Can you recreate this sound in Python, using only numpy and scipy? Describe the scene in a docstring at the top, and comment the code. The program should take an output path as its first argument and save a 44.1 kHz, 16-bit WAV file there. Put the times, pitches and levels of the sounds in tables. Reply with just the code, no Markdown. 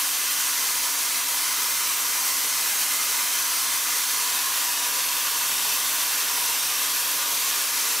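"""Air hisses steadily from the spindle of a machining centre tapping two threads in an aluminium part,
with the stereo microphone inside the cabin. The hiss is shaped noise, coloured by the sheet-metal cabin;
the colour shifts as the table changes holes and the tap sinks and backs out. The cut itself is covered.
A motor hums faintly beneath: a steady sine tone, with a narrow noise band as a panel's drone below it."""
import sys
import numpy as np
from scipy import signal
from scipy.fft import rfft
from scipy.io import wavfile
from scipy.ndimage import uniform_filter1d

SR = 44100
rng = np.random.default_rng(int(sys.argv[2]) if len(sys.argv) > 2 else 0)


def dump_mix(stems):
    """Bounce the given channels to the path in sys.argv[1] as a 16-bit WAV at rate SR."""
    frames = np.atleast_2d(stems).T  # one column per channel
    limited = np.clip(frames, -1, 1)  # hard clip at full scale
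    pcm = np.round(limited * 32767).astype(np.int16)
    wavfile.write(sys.argv[1], SR, pcm)


N = 352800


def gain_of(db):
    """Decibels to amplitude."""
    return 10 ** (np.asarray(db) / 20)


def evened(x):
    """Scales to an rms of one."""
    return x / np.sqrt(np.mean(x ** 2) + 1e-20)


def read(points, hz):
    """Joins spectrum points by straight lines on a log-frequency axis."""
    f, value = np.transpose(points)
    return np.interp(np.log(hz + 1), np.log(f + 1), value)


def bells(rows, hz):
    """Response in dB of a set of bell-shaped peaks and notches."""
    centre, width, db = np.transpose(rows)
    distance = (hz[:, None] - centre) / width
    return (db * np.exp(-2 * distance ** 2)).sum(1)


def wander(rate, t):
    """Slow random motion of rms one, up to about rate swings a second."""
    speeds = np.fft.rfftfreq(len(t), t[1] - t[0])
    spectrum = rfft(rng.standard_normal(len(t))) * np.exp(-(speeds / rate) ** 2)
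    return evened(np.fft.irfft(spectrum, len(t)))


def air_hiss(air_db=-24, flutter_db=0.4, flutter_rate=14, patchy_db=1.28, frame=8192, hop=2048):
    """Smooth turbulent noise through the cabin. In stereo the sound is near mono in the mid-range and wider in
    the bass and treble."""
    # Escaping air over the rumble of the machine. Each row: frequency in Hz, relative level in dB per Hz.
    air_spectrum = [(20, -22.9), (90, -24.0), (150, -17.2), (205, -21.6), (265, -15.6), (350, -17.9),
                    (420, -12.0), (800, -10.1), (980, 0.0), (1500, -2.8), (3500, -2.5), (6000, -0.1),
                    (7500, -2.4), (12600, -2.7), (15500, -7.8)]
    # Stereo width; nearly mono in the mid-range. Each row: frequency in Hz, side minus mid in dB.
    stereo_width = [(60, -5), (150, -10), (230, -9), (350, -11), (440, -16), (720, -16), (950, -44),
                    (3400, -54), (4300, -22), (6000, -21), (8000, -10), (12000, -7.5), (15000, -4)]
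    # Stereo balance. Each row: frequency in Hz, left minus right in dB.
    stereo_lean = [(50, -1.4), (250, -.2), (800, 0), (9000, 0), (14000, -1.2)]

    t = np.arange(N // hop + 2) * hop / SR
    hz = np.fft.rfftfreq(frame, 1 / SR)
    shape = (2, len(t), len(hz))
    mid, side = rng.standard_normal(shape) + 1j * rng.standard_normal(shape)
    side = side * gain_of(read(stereo_width, hz))
    lean = gain_of(read(stereo_lean, hz) / 2)  # half the difference to each side

    # eddies: random patches about 3 frames long and 24 frequency bins wide
    eddies = uniform_filter1d(rng.standard_normal(mid.shape), size=3, axis=0)
    eddies = evened(uniform_filter1d(eddies, size=24, axis=1))
    level = gain_of(read(air_spectrum, hz) + cabin_colour(t, hz) + patchy_db * eddies)
    spectra = level * np.array([(mid + side) * lean, (mid - side) / lean])
    _, hiss = signal.istft(spectra, nperseg=frame, noverlap=frame - hop, time_axis=1, freq_axis=2)
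    hiss = hiss[:, :N]

    flutter = flutter_db * wander(flutter_rate, np.arange(N) / SR)  # the jet is never quite even
    return gain_of(air_db + flutter) * hiss / hiss.mean(0).std()


def cabin_colour(t, hz, rush_hz=1200, dense_hz=2200, comb_db=1.6):
    """Response in dB of the cabin over time, set by the table's station and the tap's depth."""
    # Fixed peaks and notches of the cabin. Each row: centre in Hz, width in Hz, height in dB.
    cabin_bells = [(428, 38, 2.4), (498, 12, -2.8), (598, 20, -3.8), (807, 114, 1.8), (870, 28, -4.7),
                   (973, 24, 3.7), (1072, 26, 2.8), (1208, 41, 2.6), (1330, 140, -1.7), (1447, 32, 4.8),
                   (1564, 25, -2.0), (1636, 41, 2.7), (1738, 27, 3.2), (1809, 33, -2.5), (2082, 78, 3.9),
                   (2156, 105, -2.8), (2656, 36, 3.2), (3169, 232, 1.3), (3376, 41, -2.5), (3603, 94, 2.0),
                   (3811, 91, -2.4), (5052, 396, -1.5), (6210, 115, 2.8), (6581, 112, -2.3),
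                   (8376, 424, 1.1), (9405, 731, -1.3), (10616, 254, 2.2), (11341, 148, -2.2),
                   (12269, 213, 2.4), (14160, 97, 3.1)]
    # Peaks and notches that the vice and part add with the table at each hole.
    # Each row: centre in Hz, width in Hz, height in dB.
    first_hole = [(1304, 31, 2.9), (1895, 90, -1.5), (2059, 92, 1.8), (2298, 38, 2.8), (2529, 28, 2.9),
                  (2655, 40, -3.6), (2860, 62, -2.8), (3302, 108, -1.9), (3683, 111, -1.5), (3950, 47, 2.0),
                  (4783, 42, 2.9), (5095, 39, 2.6), (5227, 137, -1.6), (5446, 86, 2.2), (5627, 34, 2.4),
                  (6012, 46, 3.1), (6459, 37, 2.7), (6760, 42, 2.2), (8137, 79, 2.4), (8467, 76, 2.4),
                  (9388, 59, 3.7), (9972, 387, 0.8), (10050, 44, -3.0), (10668, 83, 2.9),
                  (11858, 306, -2.3), (13425, 48, 2.8), (13565, 119, -2.3), (14555, 521, 1.1)]
    second_hole = [(1289, 73, -2.5), (2035, 129, -2.1), (2691, 264, 1.5), (3118, 34, -2.3), (3300, 72, 2.6),
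                   (3673, 98, 1.7), (4636, 43, 1.9), (4776, 34, 2.8), (4888, 78, -2.3), (5120, 42, 2.6),
                   (5424, 56, 2.0), (6014, 41, 2.6), (7420, 41, 3.2), (7706, 64, 2.2), (8032, 250, -1.4),
                   (8471, 59, -2.4), (8829, 76, -3.3), (9029, 157, 1.4), (9194, 73, -2.7), (9336, 52, 2.5),
                   (9632, 80, -2.3), (10355, 145, 1.5), (10614, 159, -2.8), (10955, 74, -2.6),
                   (11763, 272, 1.4), (13573, 68, 3.9), (14502, 33, 3.6), (14766, 147, -2.4)]
    # Peaks and notches of the narrowed gap under the chuck with the tap fully in.
    # Each row: centre in Hz, width in Hz, height in dB.
    first_gap = [(3123, 63, 2.0), (3444, 254, -1.3), (4075, 87, -2.5), (4727, 194, -1.9), (7990, 355, 1.0),
                 (8852, 204, 2.1), (10123, 219, -2.7), (11860, 58, 3.7), (12176, 172, 3.1),
                 (12631, 58, 5.1), (12938, 52, 3.6), (14579, 640, 2.1)]
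    second_gap = [(3093, 125, 1.4), (5580, 78, 2.2), (6478, 77, -3.3), (6884, 136, -2.1), (8963, 255, 1.5),
                  (11629, 49, 3.5), (11767, 100, -3.7), (12535, 51, 4.4), (13086, 365, 1.9),
                  (14032, 418, -2.3), (14491, 90, 3.0), (14927, 115, 3.2)]

    station = table_station(t)[:, None]
    depth = tap_depth(t)[:, None]
    # the low rush of the machine grows as the table moves along and as the tap goes in
    rush_db = -2.0 + 1.38 * station + 0.56 * depth
    rush = rush_db / (1 + (hz / rush_hz) ** 4)
    short_waves = hz / np.hypot(hz, dense_hz)  # small faces reflect only short wavelengths
    comb = comb_db * short_waves * reflections(hz, station, depth)

    colour = bells(cabin_bells, hz) + rush + comb
    for stop, hole, gap in [(1, first_hole, first_gap), (2, second_hole, second_gap)]:
        here = np.clip(1 - abs(station - stop), 0, 1)  # one while the tap stands over this hole
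        colour = colour + here * (bells(hole, hz) + depth * bells(gap, hz))
    return colour


def reflections(hz, station, depth, delay=.013, table_shift=0.00012, tap_shift=.00005, count=40):
    """Fine comb, rms one, of echoes off bare metal; the paths (scales in s) change as the machine moves."""
    comb = np.zeros((len(depth), len(hz)))
    for length, across, down, phase in rng.standard_normal((count, 4)):
        lag = delay * (.4 + abs(length)) + table_shift * across * station + tap_shift * down * depth
        comb += np.cos((2 * np.pi * (lag * hz + phase)).astype(np.float32))
    return evened(comb)


def stroke(t, start, length):
    """One move of a machine axis from 0 to 1: it speeds up, travels and brakes."""
    travelled = np.clip((t - start) / length, 0, 1)
    return .5 - .5 * np.cos(np.pi * travelled)


def table_station(t):
    """Where the table stands: 0 at the start, 1 at the first hole, 2 at the second."""
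    # The table travels on to the next hole. Each row: start in seconds, length in seconds.
    table_moves = [(.25, 0.26), (4.15, .29)]
    return sum(stroke(t, start, length) for start, length in table_moves)


def tap_depth(t, feed_s=1.2, dwell_s=0.66, back_out_s=0.99):
    """How far the tap is in its hole, 0-1: it feeds in, dwells while the spindle reverses, backs out."""
    # The tap feeds into a hole. Each entry: start in seconds.
    tap_starts = [0.94, 4.9]
    depth = 0
    for start in tap_starts:
        depth = depth + stroke(t, start, feed_s)
        depth = depth - stroke(t, start + feed_s + dwell_s, back_out_s)
    return depth


def motor_hum(hum_hz=284.5, hum_db=-57.3, drone_hz=271, drone_width=10, drone_db=-65.5):
    """One steady motor tone, with a panel droning just below it and beating against it."""
    t = np.arange(N) / SR
    level = gain_of(hum_db + .5 * wander(1.4, t))
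    tone = level * np.sqrt(2) * np.sin(2 * np.pi * hum_hz * t)
    # a random swing in size and phase spreads the drone into a narrow band
    swing = wander(drone_width, t) + 1j * wander(drone_width, t)
    drone = evened((swing * np.exp(2j * np.pi * drone_hz * t)).real)
    return tone + gain_of(drone_db) * drone


def scene():
    """The hiss with the hum in the middle."""
    return air_hiss() + motor_hum()


def record(dry, edge_hz=15700):
    """A steep band limit: a long linear-phase low-pass takes away the treble above its edge."""
    low_pass = signal.firwin(1023, edge_hz, window=("kaiser", 9), fs=SR)
    return signal.oaconvolve(dry, low_pass[None], "same")


dry = scene()
out = record(dry)
dump_mix(out)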